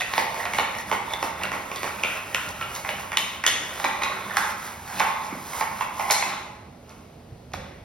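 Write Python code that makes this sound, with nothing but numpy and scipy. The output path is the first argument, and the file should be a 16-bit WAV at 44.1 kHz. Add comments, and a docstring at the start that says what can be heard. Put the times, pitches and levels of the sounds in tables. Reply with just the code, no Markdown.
"""Scrubbing a tiled wall

A stiff brush on a long handle scrubs grout: bristle clicks make the scratching, and each slip also rings
the head and handle. The hard head knocks against the skirting; filtered bursts give each blow a hollow
knock, a clack, a tick and a low thud. The bare room answers with tile echoes and fading tails.
Underneath lie a steady rush of ventilation made from noise, a wavering hum and a low rumble."""
import sys
import numpy as np
from scipy import signal
from scipy.fft import rfft, irfft, next_fast_len
from scipy.io import wavfile
from scipy.ndimage import uniform_filter1d

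SR = 44100
rng = np.random.default_rng(int(sys.argv[2]) if len(sys.argv) > 2 else 0)


def pcm_store(signal):
    """Save signal as 16-bit PCM."""
    levels = np.round(np.clip(np.atleast_2d(signal), -1, 1) * 32767)
    wavfile.write(sys.argv[1], SR, levels.astype(np.int16).T)


N = 345744  # length in samples

# Colour of the steady rush of air: (frequency [Hz], relative level per Hz [dB])
AIR_COLOUR = [(15, -43), (25, -19.5), (80, -1), (133, -5), (160, -3.5), (240, -10), (400, -11),
              (700, -11.5), (1100, -21.5), (2000, -26.5), (4000, -30), (8000, -35.5), (16000, -42.5)]
AIR_DB = -47
HUM_HZ, HUM_DB = 241.5, -58.5  # the pitch wavers around this
# Low rumble, which swells near the end: (time [s], level before its random wander [dB])
RUMBLE_LEVEL = [(0, -55), (1.2, -53.5), (1.7, -54), (1.9, -51), (2.1, -59), (2.5, -49), (2.9, -49),
                (3.3, -65), (6.8, -60), (7.2, -64), (7.3, -44), (7.47, -50), (7.58, -40.5), (7.68, -48),
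                (7.84, -45)]
RUMBLE_WANDERS_DB = 2

# Swells of hiss and drag: strokes, and the room's wash after some blows:
# (loudest moment [s], rise time [s], fall time [s], bristle hiss [dB], drag through head [dB])
SWELLS = [(0, .1, 0.042, -34, -27), (0.191, 0.15, 0.14, -31.5, -34), (.41, 0.19, 0.18, -36, -37),
          (.59, 0.11, 0.077, -33, -38), (.81, 0.22, 0.035, -38, -42), (.93, 0.029, 0.082, -34.5, -32.5),
          (.9, .06, 0.024, -37, -44), (1.141, 0.18, 0.079, -38.5, -33.5), (1.244, 0.065, 0.094, -34.5, -31),
          (1.44, 0.11, 0.084, -39, -31.5), (1.55, 0.084, 0.12, -40, -38.5), (1.77, 0.083, 0.016, -42, -37),
          (1.879, 0.24, 0.068, -37.5, -37.5), (2.05, 0.039, 0.077, -48, -30.5),
          (2.179, 0.82, 0.03, -38.5, -37), (2.362, 0.033, 0.11, -50, -32), (2.51, 1, 0.03, -38.5, -44.5),
          (2.63, 0.21, 0.086, -40, -39.5), (2.77, 0.13, 0.093, -34, -43.5), (2.9, 0.083, 0.09, -36, -39),
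          (3.01, 0.19, 0.15, -38, -47.5), (3.189, 0.022, 0.12, -32, -33), (3.36, 0.59, 0.06, -43, -46),
          (3.48, 0.015, 0.019, -24.5, -30), (3.56, 0.23, 0.11, -61, -38), (3.84, 0.46, 0.17, -36, -38),
          (4.04, 0.19, 0.43, -43, -33.5), (4.37, 0.034, 0.15, -34.5, -30.5),
          (4.52, 0.56, 0.021, -36, -37.5), (4.671, 0.22, 0.17, -36.5, -42), (5.01, 0.18, 0.17, -31.5, -32),
          (5.26, 0.32, 0.3, -42, -43), (5.6, 0.23, 0.12, -31, -45), (5.83, 0.22, 0.08, -36.5, -38),
          (6.02, 0.12, 0.15, -35, -46), (6.112, 0.036, 0.1, -26, -31.5), (6.27, 0.35, 0.16, -38, -30.5),
          (6.899, 0.08, 0.29, -55.5, -56.5), (7.56, 0.017, 0.29, -59, -49.5)]
TURN_DB, DRAG_TURN_DB = -14.5, -19.5  # change of hiss and drag one rise or fall time from the loudest moment
# Colour of the bristle hiss: (frequency [Hz], relative level [dB])
BRISTLE_COLOUR = [(300, -2.5), (1000, 13), (2500, 0.5), (4500, 0), (7000, 3.5), (10000, -0.5), (13000, 0.5),
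                  (16000, 0.5)]
# Resonances (modes) of the brush head and handle: (frequency [Hz], width [Hz], starting level [dB])
HEAD_MODES = [(197, 43, -2), (308.8, 21.6, -3.5), (375.5, 33, -3.5), (609, 276, -1), (870, 165, 3.5),
              (1070, 137, 2.5), (1334, 540, -3), (1600, 620, -9.5), (1910, 210, -2.5), (2205, 310, -3.5),
              (2555, 600, -6), (2986, 270, -6.5), (3502, 370, -1), (3930, 400, -3), (4340, 360, -4.5),
              (4880, 100, -23), (5090, 120, -5), (5300, 175, -3), (5680, 250, -6), (6470, 200, -1)]
SHIFTS_PER_S, SHIFT_DB = 9, 4  # how often and how strongly the modes of the drag wander
# Boost of the drag's hollow modes: (time [s], change at the centre of the band [dB])
HOLLOW_BOOST = [(0, 11), (1.2, -2), (2, 2.5), (3.5, 3.5), (4.5, 2.5), (5.5, 0), (7.84, -2)]
HOLLOW_HZ = 600
# Brightness of the drag: (time [s], amount its upper part is raised and its lower part cut [dB])
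DRAG_BRIGHTNESS = [(0, 3), (1.3, -2.5), (2, -2), (3.5, 1.5), (4.2, -2), (5, 0), (6.3, -4), (7.84, 4.5)]
BRIGHT_HZ = 1300  # where upper and lower part meet
SHAKE_DB, SHAKE_FOLLOWS = -39, 0.37  # handle shake: level, and power of the drag gain that it follows
POSE_DB, POSE_HZ = (-5, -11), (101, 249)  # drag ringing at the latest knock and clack pitch: levels, widths
POSE_FADES_DB_PER_S = 56  # as the head slides away from where it landed

# Blows of the brush head, with two strong early echoes (2.046 and 3.476 s):
# (time [s], hollow knock level [dB], knock pitch [Hz], how far it rings out [dB],
# clack level [dB], clack pitch [Hz], how far it rings out [dB], clack breadth [octaves],
# sharp tick level [dB], share heard directly [dB])
BLOWS = [(.007,-46,714,12,-29,1910,10,0.33,-36.5,-2), (.018,-47,990,-4,-35,1950,6,0.25,-59,5),
         (0.136,-37,1090,-15,-30,1870,1,0.78,-48,1.5), (.179,-21,915,-2,-24,1910,10,1,-40,-1),
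         (0.343,-37,980,1,-41,2330,-18,0.54,-48,-3), (.396,-52,870,-14,-30.5,1910,7,0.17,-51,-2),
         (0.454,-38,724,25,-32.5,1960,-3,0.68,-46,0.5), (.535,-32.5,790,-12,-26.5,2200,5,0.55,-36,-4.5),
         (.585,-21,860,4,-22.5,2190,3,0.61,-36.5,-3.5), (0.75,-41,840,-8,-41,1910,-1,0.47,-49,0),
         (0.785,-55,1060,-2,-36.5,1910,7,0.14,-42,-1), (.914,-21.5,897,6,-27,2140,-12,0.52,-36.5,-3.5),
         (1.106,-47,960,-7,-42,2260,8,0.17,-58,2), (1.135,-43,2080,-7,-37,3520,4,0.1,-44,5),
         (1.227,-26,880,-10,-31.5,2210,-12,0.58,-38,-1.5), (1.416,-40,1070,-2,-36,1910,-16,0.14,-60,-4),
         (1.434,-44,1475,-8,-35.5,2730,9,0.23,-42,4), (1.453,-59,1026,-6,-36.5,2170,-3,0.64,-63,1),
         (1.517,-29,900,-23,-30,1900,-22,0.51,-40,-5), (1.715,-37.5,1080,-1,-36.5,2360,5,0.29,-47,-1),
         (1.759,-50,1950,9,-47,4440,0,0.53,-40.5,2.5), (1.831,-32.5,944,-13,-31,2300,-13,0.47,-38.5,-3.5),
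         (2.035,-38.5,1365,4,-24.5,2640,-7,0.19,-37.5,0.5), (2.046,-47,1370,0,-41,2850,2,0.33,-55,1),
         (2.346,-35.5,1413,-3,-27,2790,1,0.35,-34.5,2), (2.489,-59,827,-10,-57,2530,-11,0.36,-44,0),
         (2.611,-34.5,1350,6,-35,2470,4,0.45,-49,-0.5), (2.623,-55,1300,0,-37.5,2880,20,0.11,-58,-1),
         (2.75,-49,756,-6,-57,3480,2,.5,-40.5,0.5), (2.761,-56,870,-4,-47,1990,6,0.33,-48,5),
         (2.848,-34.5,804,0,-32.5,1780,-6,0.47,-53,-3), (2.89,-41,797,-2,-30,2200,-14,0.56,-50,0.5),
         (2.902,-54,785,-2,-39,2950,12,0.11,-58,-8), (3.019,-36.5,1000,-9,-58,2420,1,.5,-55,-21),
         (3.118,-30.5,1010,-15,-28.5,1920,-17,0.48,-40,-6),
         (3.171,-34,1113,-15,-22.5,2820,-12,0.37,-29,2.5), (3.438,-32,1060,-12,-24,1910,1,0.42,-36,-2.5),
         (3.464,-24,1710,-4,-21.5,3190,-12,0.17,-20.5,-1), (3.476,-36,1920,-6,-28,3420,-8,0.22,-49,1.5),
         (3.799,-40,805,11,-39,1920,-2,0.59,-46,2.5), (3.842,-25.5,775,-1,-23,1960,4,0.64,-39.5,-4.5),
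         (3.846,-28,800,1,-33.5,1350,2,0.38,-36,-0.5), (4.02,-29.5,1150,-4,-27.5,1980,-1,0.44,-39.5,-3),
         (4.034,-39,1094,-6,-30,2500,11,0.52,-36.5,0), (4.297,-42,845,0,-31.5,1800,11,0.31,-58,-11),
         (4.369,-33,773,24,-20.5,1600,8.5,0.56,-28.5,0), (4.864,-51,813,4,-40,1600,4,0.51,-43,-13),
         (4.997,-32,1025,15,-34,2000,7,0.84,-37.5,5), (5.002,-19.5,840,4,-23,2025,5,0.55,-44,-4),
         (5.069,-23.5,1063,11,-39,1850,-6,0.83,-48,-10), (5.235,-47,840,-6,-49,2170,-8,0.62,-44,-7),
         (5.321,-39,262,-7,-48,1300,-2,0.3,-62,3.5), (5.35,-52,333,-10,-45.5,580,0,0.39,-65,2),
         (5.532,-35.5,1040,5,-38,2120,11,0.25,-46,-1.5), (5.609,-23.5,880,7,-29,2200,5,0.53,-39,-2),
         (5.808,-23,1017,17.5,-31,2080,-1,0.62,-48,-2.5), (5.995,-23.5,840,13,-31,2060,14,0.59,-42,-4),
         (6.1,-23.5,843,-2,-23.5,2080,7,0.48,-47,-3.5), (6.108,-38,780,-13,-29,2060,2,0.81,-18.5,-3),
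         (6.12,-42,1040,-4,-48,2100,0,0.61,-40,-9), (6.224,-34,822,-11,-31,2080,9,0.29,-48,4),
         (6.893,-57,674,-6,-74,2200,-6,0.5,-53.5,-2), (7.518,-53,800,-8,-59,2500,0,.4,-59,-3),
         (7.535,-38.5,1990,3,-42,3860,-17,0.61,-46,-0.5), (7.538,-36,750,9,-38,1230,5,0.41,-53,3),
         (7.569,-41.5,536,12,-63,2000,4,.58,-63,-4)]
BLOW_S = .02  # seconds of sound over which the levels of a blow are reckoned
KNOCK_RING_HZ, CLACK_RING_HZ = 61, 97.5  # widths of the ringing pitches
KNOCK_OCT = 0.43  # breadth of the hollow knock
# How long a blow lasts, more glancing further off: (time [s], mean lateness of its parts [ms])
BLOW_SPREAD = [(0, 1.464), (1.8, 1.15), (3.6, 1.205), (4.4, 1.55), (5, 2.5), (6.3, 2.81), (7.84, 1.53)]
# Colour of the tick: (frequency [Hz], relative level [dB])
TICK_COLOUR = [(3000, -12), (4500, -6.5), (5500, -2), (11000, -2.5), (16000, -6.5)]
# Low thud in each blow: (time [s], level against the hollow knock [dB])
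THUD_LEVEL = [(0, -13.5), (1.2, -9.5), (2, -0.5), (3, -19.5), (4.3, -7), (5, -18), (6.3, -24), (7.5, -11)]
THUD_HZ, THUD_OCT = 346, 0.77
CLARITY = 0.31  # how far the modes of a blow stand apart
UNEVEN_DB = 3  # each blow favours some bands of the crack by chance

# Dying away of the room: (frequency [Hz], time to fall by 60 dB [s])
ROOM_FADE = [(250, 0.7), (1000, 0.98), (3000, 0.79), (8000, 0.68), (14000, 0.25)]
ROOM_DB = 2
# Echoes from near tiles: (delay [s], level [dB])
TILE_ECHOES = [(.0065, -15.5), (.0112, -6), (0.018, -12), (0.02, -13.5)]
# Colour of the sound sent to the room: (frequency [Hz], level [dB])
WALL_COLOUR = [(250, -1.5), (1000, -3.5), (3000, -2.5), (6000, -4.5), (14000, 1.5)]

# Likeness of the two microphone ports: (frequency [Hz], likeness [0 to 1])
PORT_LIKENESS = [(60, 0.99), (300, 1), (700, 0.49), (3000, 0.6), (5500, 0.51), (7400, 1), (9000, 0.61),
                 (12500, 1), (14500, 0.64)]
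# How far the left port leads: (frequency [Hz], phase [radians])
LEFT_LEAD = [(0, 0), (2500, .7), (4400, .8), (4900, 0), (7000, 3.1), (8200, 3.2), (10400, 6.25),
             (11600, 6.3), (13200, 9), (15100, 9.6), (15800, 10.2)]
# Balance of the ports: (frequency [Hz], left minus right [dB])
LEFT_LEAN = [(40, 0.5), (150, -2), (380, -6), (950, -5), (2400, 0), (15000, 0.5)]
EDGE_HZ = 16150  # top of the band that is kept


def gain_of(db):
    """Turns decibels into a plain multiplier."""
    return 10 ** (np.asarray(db) / 20)


def evened(x):
    """Scales a signal to an average strength (RMS) of 1."""
    return x / np.sqrt(np.mean(x ** 2, axis=-1, keepdims=True) + 1e-20)


def read(points, hz):
    """Reads a table between its points, on a logarithmic pitch scale."""
    f, value = np.transpose(points)
    return np.interp(np.log(hz + 1), np.log(f + 1), value)


def curve(rows, order):
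    """Draws one table column as a line through time."""
    rows = np.array(rows)
    return np.interp(np.arange(N) / SR, rows[:, 0], rows[:, order])


def coloured(x, response):
    """Filters along the last axis by a function of frequency."""
    size = next_fast_len(x.shape[-1] + 4096)
    spectrum = rfft(x, size) * response(np.fft.rfftfreq(size, 1 / SR))
    return irfft(spectrum, size)[..., :x.shape[-1]]


def mode(hz, centre_hz, width):
    """One resonance, with a gain of 1 at its centre."""
    return 1j * hz * width / (centre_hz ** 2 - hz * hz + 1j * hz * width)


def hump(hz, centre_hz, octaves):
    """A rounded band of colour around one frequency."""
    return np.exp(-(np.log2(hz / centre_hz + 1e-9) / octaves) ** 2 / 2)


def ventilation():
    """Noise gives a steady low rush and a rumble that comes and goes; a sine gives the wavering motor hum."""
    rush = evened(coloured(rng.standard_normal((2, N)), lambda hz: gain_of(read(AIR_COLOUR, hz))))
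    drift = evened(uniform_filter1d(rng.standard_normal(N), 6000))
    hum = np.sqrt(2) * np.sin(2 * np.pi * np.cumsum(HUM_HZ + 0.82 * drift) / SR)
    rumble = evened(coloured(rng.standard_normal(N),
                             lambda hz: np.exp(-(np.log(hz / 85 + 1e-9) / 0.71) ** 2)))
    wander = uniform_filter1d(rng.standard_normal(N), size=4000)
    wander = evened(uniform_filter1d(wander, size=4000))
    rumble *= gain_of(curve(RUMBLE_LEVEL, order=1) + RUMBLE_WANDERS_DB * wander)
    return gain_of(AIR_DB) * rush + gain_of(HUM_DB) * hum + rumble


def swells():
    """Strokes, and the room's wash after some blows, rise and fade; returns the gains of hiss and drag."""
    t = np.arange(0, N + 64, 64) / SR  # one point every 64 samples is enough
    power = 1e-14
    for s, rise_s, fall_s, *levels_db in SWELLS:
        away = np.where(t < s, (s - t) / rise_s, (t - s) / fall_s)
        swell_db = np.array(levels_db)[:, None] + np.outer([TURN_DB, DRAG_TURN_DB], away)
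        power = power + gain_of(swell_db) ** 2
    return [np.interp(np.arange(N) / SR, t, np.sqrt(p)) for p in power]


def scratch(per_s, spread_db):
    """Bristle tips slip over the grit: a dense train of clicks, a few large."""
    size_db = spread_db * np.minimum(rng.exponential(1, N), 3.5)
    size = gain_of(size_db) * rng.choice([-1., 1.], N)
    return evened(size * (rng.random(N) < per_s / SR))


def catches(per_s, spread_db, tilt):
    """Tufts catch on the grout and let go; each catch rings one mode of the head or handle."""
    slips = scratch(per_s, spread_db)
    which = rng.integers(0, len(HEAD_MODES), N)  # the mode that each slip rings
    # the strength of each mode wanders at random, so the drag's colour shifts
    shifts = rng.standard_normal((len(HEAD_MODES), round(N / SR * SHIFTS_PER_S) + 2))
    place = np.arange(N) / SR * SHIFTS_PER_S
    low = place.astype(int)
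    part = place - low
    favour_db = SHIFT_DB * (shifts[which, low] * (1 - part) + shifts[which, low + 1] * part)
    hollow_db = curve(HOLLOW_BOOST, order=1) * hump(np.array(HEAD_MODES)[which, 0], HOLLOW_HZ, 0.18)
    slips = slips * gain_of(favour_db + hollow_db)
    size = next_fast_len(N + 4096)
    hz = np.fft.rfftfreq(size, 1 / SR)
    spectrum = 0
    for k, (f, width, db) in enumerate(HEAD_MODES):
        own_slips = rfft(slips * (which == k), size)
        spectrum = spectrum + gain_of(db) * tilt(f) * own_slips * mode(hz, f, width) ** 2
    return evened(irfft(spectrum, size)[:N])


def posed(slips):
    """The head stays as it last landed, so the slips ring its knock and clack pitches."""
    rows = np.array(BLOWS)
    t = np.arange(N) / SR
    latest = np.maximum(np.searchsorted(rows[:, 0], t) - 1, 0)
    out = 0
    for hz, db, width in zip(rows[latest][:, [2, 5]].T, POSE_DB, POSE_HZ):
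        # shift the pitch down to zero, smooth, and shift back: a resonance that can move
        turn = np.exp(2j * np.pi * np.cumsum(hz) / SR)
        r = np.exp(-np.pi * width / SR)
        ringing = turn * signal.lfilter([1], [1, -2 * r, r * r], slips / turn)
        out = out + gain_of(db) * evened(ringing.real)
    since_s = np.maximum(t - rows[latest, 0], 0)
    return out * gain_of(-POSE_FADES_DB_PER_S * since_s)


def bristles():
    """The tips hiss in the air; their drag shakes the head and, lower down, the handle."""
    hiss = evened(coloured(scratch(6000, 0.79), lambda hz: gain_of(read(BRISTLE_COLOUR, hz))))
    drag = catches(1000, 1.9, lambda hz: (hz / (hz + 700)) ** 2 / (1 + (hz / 2700) ** 4))
    shake = catches(900, 0.68, lambda hz: 1 / (1 + (hz / 450) ** 4))
    upper = coloured(drag, lambda hz: 1 / (1 + (BRIGHT_HZ / (hz + 1)) ** 6))
    bright = gain_of(curve(DRAG_BRIGHTNESS, order=1))
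    drag = (drag - upper) / bright + upper * bright
    drag = drag + posed(scratch(600, 3.1))
    hissing, dragging = swells()
    shaking = gain_of(SHAKE_DB) * dragging ** SHAKE_FOLLOWS
    return hissing * hiss, dragging * drag + shaking * shake


def head(hz):
    """The modes of the brush head over a little unresonant sound."""
    return gain_of(-21) + sum(gain_of(db) * mode(hz, f, width) for f, width, db in HEAD_MODES)


def sudden(gain):
    """Gives a spectrum the phase of a sound that starts at once and only then rings."""
    folded = irfft(np.log(gain + 1e-4 * gain.max()))
    folded = folded * np.where(np.arange(len(folded)) < len(folded) // 2, 2, 0)
    folded[0] /= 2
    return np.exp(rfft(folded))


def knocks():
    """Each blow or early echo is a knock, clack, tick and thud; returns the direct sound and the room's share."""
    out = np.zeros((2, N + 4096))
    hz = np.fft.rfftfreq(4096, 1 / SR)
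    dies = np.cos(np.linspace(0, np.pi / 2, 4096)) ** 2
    modes = head(hz)
    modes = modes * abs(modes) ** CLARITY
    shape = (len(BLOWS), len(hz))
    bands = evened(uniform_filter1d(rng.standard_normal(shape), size=24))
    uneven = gain_of(UNEVEN_DB * bands * (hz > 1500))
    chance = np.abs(evened(uniform_filter1d(rng.standard_normal(shape), 14)))
    for row, spread, lumps in zip(BLOWS, chance, uneven):
        s, low_db, low_hz, low_ring_db, high_db, high_hz, high_ring_db, breadth, tick_db, direct_db = row
        # parts of the head land a moment apart
        seconds = np.interp(s, *np.transpose(BLOW_SPREAD)) / 1000
        late = np.exp(-2j * np.pi * np.cumsum(spread ** 2 * seconds) * hz[1])
        body = modes * lumps
        body += gain_of(low_ring_db) * mode(hz, low_hz, KNOCK_RING_HZ)
        body += gain_of(high_ring_db) * mode(hz, high_hz, CLACK_RING_HZ)
        thud_db = low_db + np.interp(s, *np.transpose(THUD_LEVEL))
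        parts = [(low_db, hump(hz, low_hz, KNOCK_OCT)),
                 (high_db, hump(hz, high_hz, max(breadth, .1))),
                 (tick_db, gain_of(read(TICK_COLOUR, hz)) * (hz > TICK_COLOUR[0][0])),
                 (thud_db, hump(hz, THUD_HZ, THUD_OCT))]
        blow = 0
        for db, shade in parts:
            burst = irfft(late * sudden(abs(body) * shade)) * dies
            blow = blow + gain_of(db) * evened(burst)
        blow *= np.sqrt(BLOW_S * SR / len(blow))
        start = round(s * SR)
        out[:, start:start + 4096] += gain_of([[direct_db], [0]]) * blow
    return out[:, :N]


def room(x):
    """A few tile echoes, then sparse taps dying band by band; three tails take turns at a steady rate."""
    taps = np.zeros((3, 2, SR))
    at = np.arange(340, SR - 20, 20) + rng.integers(0, 20, (3, 2, (SR - 341) // 20))
    np.put_along_axis(taps, at, rng.choice([-1., 1.], at.shape), 2)
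    hz, t, z = signal.stft(taps, SR, nperseg=256)
    fade = gain_of(-60 * t / read(ROOM_FADE, hz)[:, None])
    tails = signal.istft(z * fade, SR, nperseg=256)[1]
    tails *= gain_of(ROOM_DB) / np.linalg.norm(tails, axis=2, keepdims=True)
    near = np.zeros((2, round(SR / 20)))
    for s, db in TILE_ECHOES:
        # each side hears the echo up to 11 samples late
        near[[0, 1], round(s * SR) + rng.integers(0, 12, 2)] = gain_of(db)
    # the shares of the tails turn steadily, so the room's colour keeps shifting
    turn = np.arange(N) / SR * 5.0 + np.arange(3)[:, None] * np.pi / 3
    shares = np.sqrt(2 / 3) * np.cos(turn)
    ringing = signal.fftconvolve((x * shares)[:, None], tails, axes=2).sum(0)[:, :N]
    echoes = signal.oaconvolve(x[None], near, axes=1)[:, :N]
    return ringing + echoes


def scene():
    """Adds the brush, the blows, the room's answer and the ventilation."""
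    hiss, drag = bristles()
    direct, sent = knocks() + drag
    sent = sent + gain_of(-36.0) * hiss  # only a little hiss reaches the room
    sent = coloured(sent, lambda hz: gain_of(read(WALL_COLOUR, hz)))
    return hiss + direct + room(sent) + ventilation()


def record(dry):
    """Two close ports share most of the sound, the left one ahead in phase; then the band limit."""
    size = next_fast_len(N + 4096)
    hz = np.fft.rfftfreq(size, 1 / SR)
    left, other = rfft(dry, size)
    same = np.clip(read(PORT_LIKENESS, hz), 0, 1)
    right = same * left + np.sqrt(1 - same ** 2) * other
    # equal sensitivity of both ports
    right *= np.sqrt(uniform_filter1d(abs(left) ** 2, 4000) / uniform_filter1d(abs(right) ** 2, 4000))
    right *= np.exp(-1j * np.interp(hz, *np.transpose(LEFT_LEAD)))
    lean = gain_of(read(LEFT_LEAN, hz) / 2)  # half to each side
    ports = irfft(np.array([left * lean, right / lean]), size)[:, :N]
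    ports = 1.1 * np.tanh(ports / 1.1)  # the loudest cracks are rounded off
    low_pass = signal.firwin(1023, EDGE_HZ, window=("kaiser", 9), fs=SR)
    return signal.oaconvolve(ports, low_pass[None], "same")


dry = scene()
out = record(dry)
pcm_store(out)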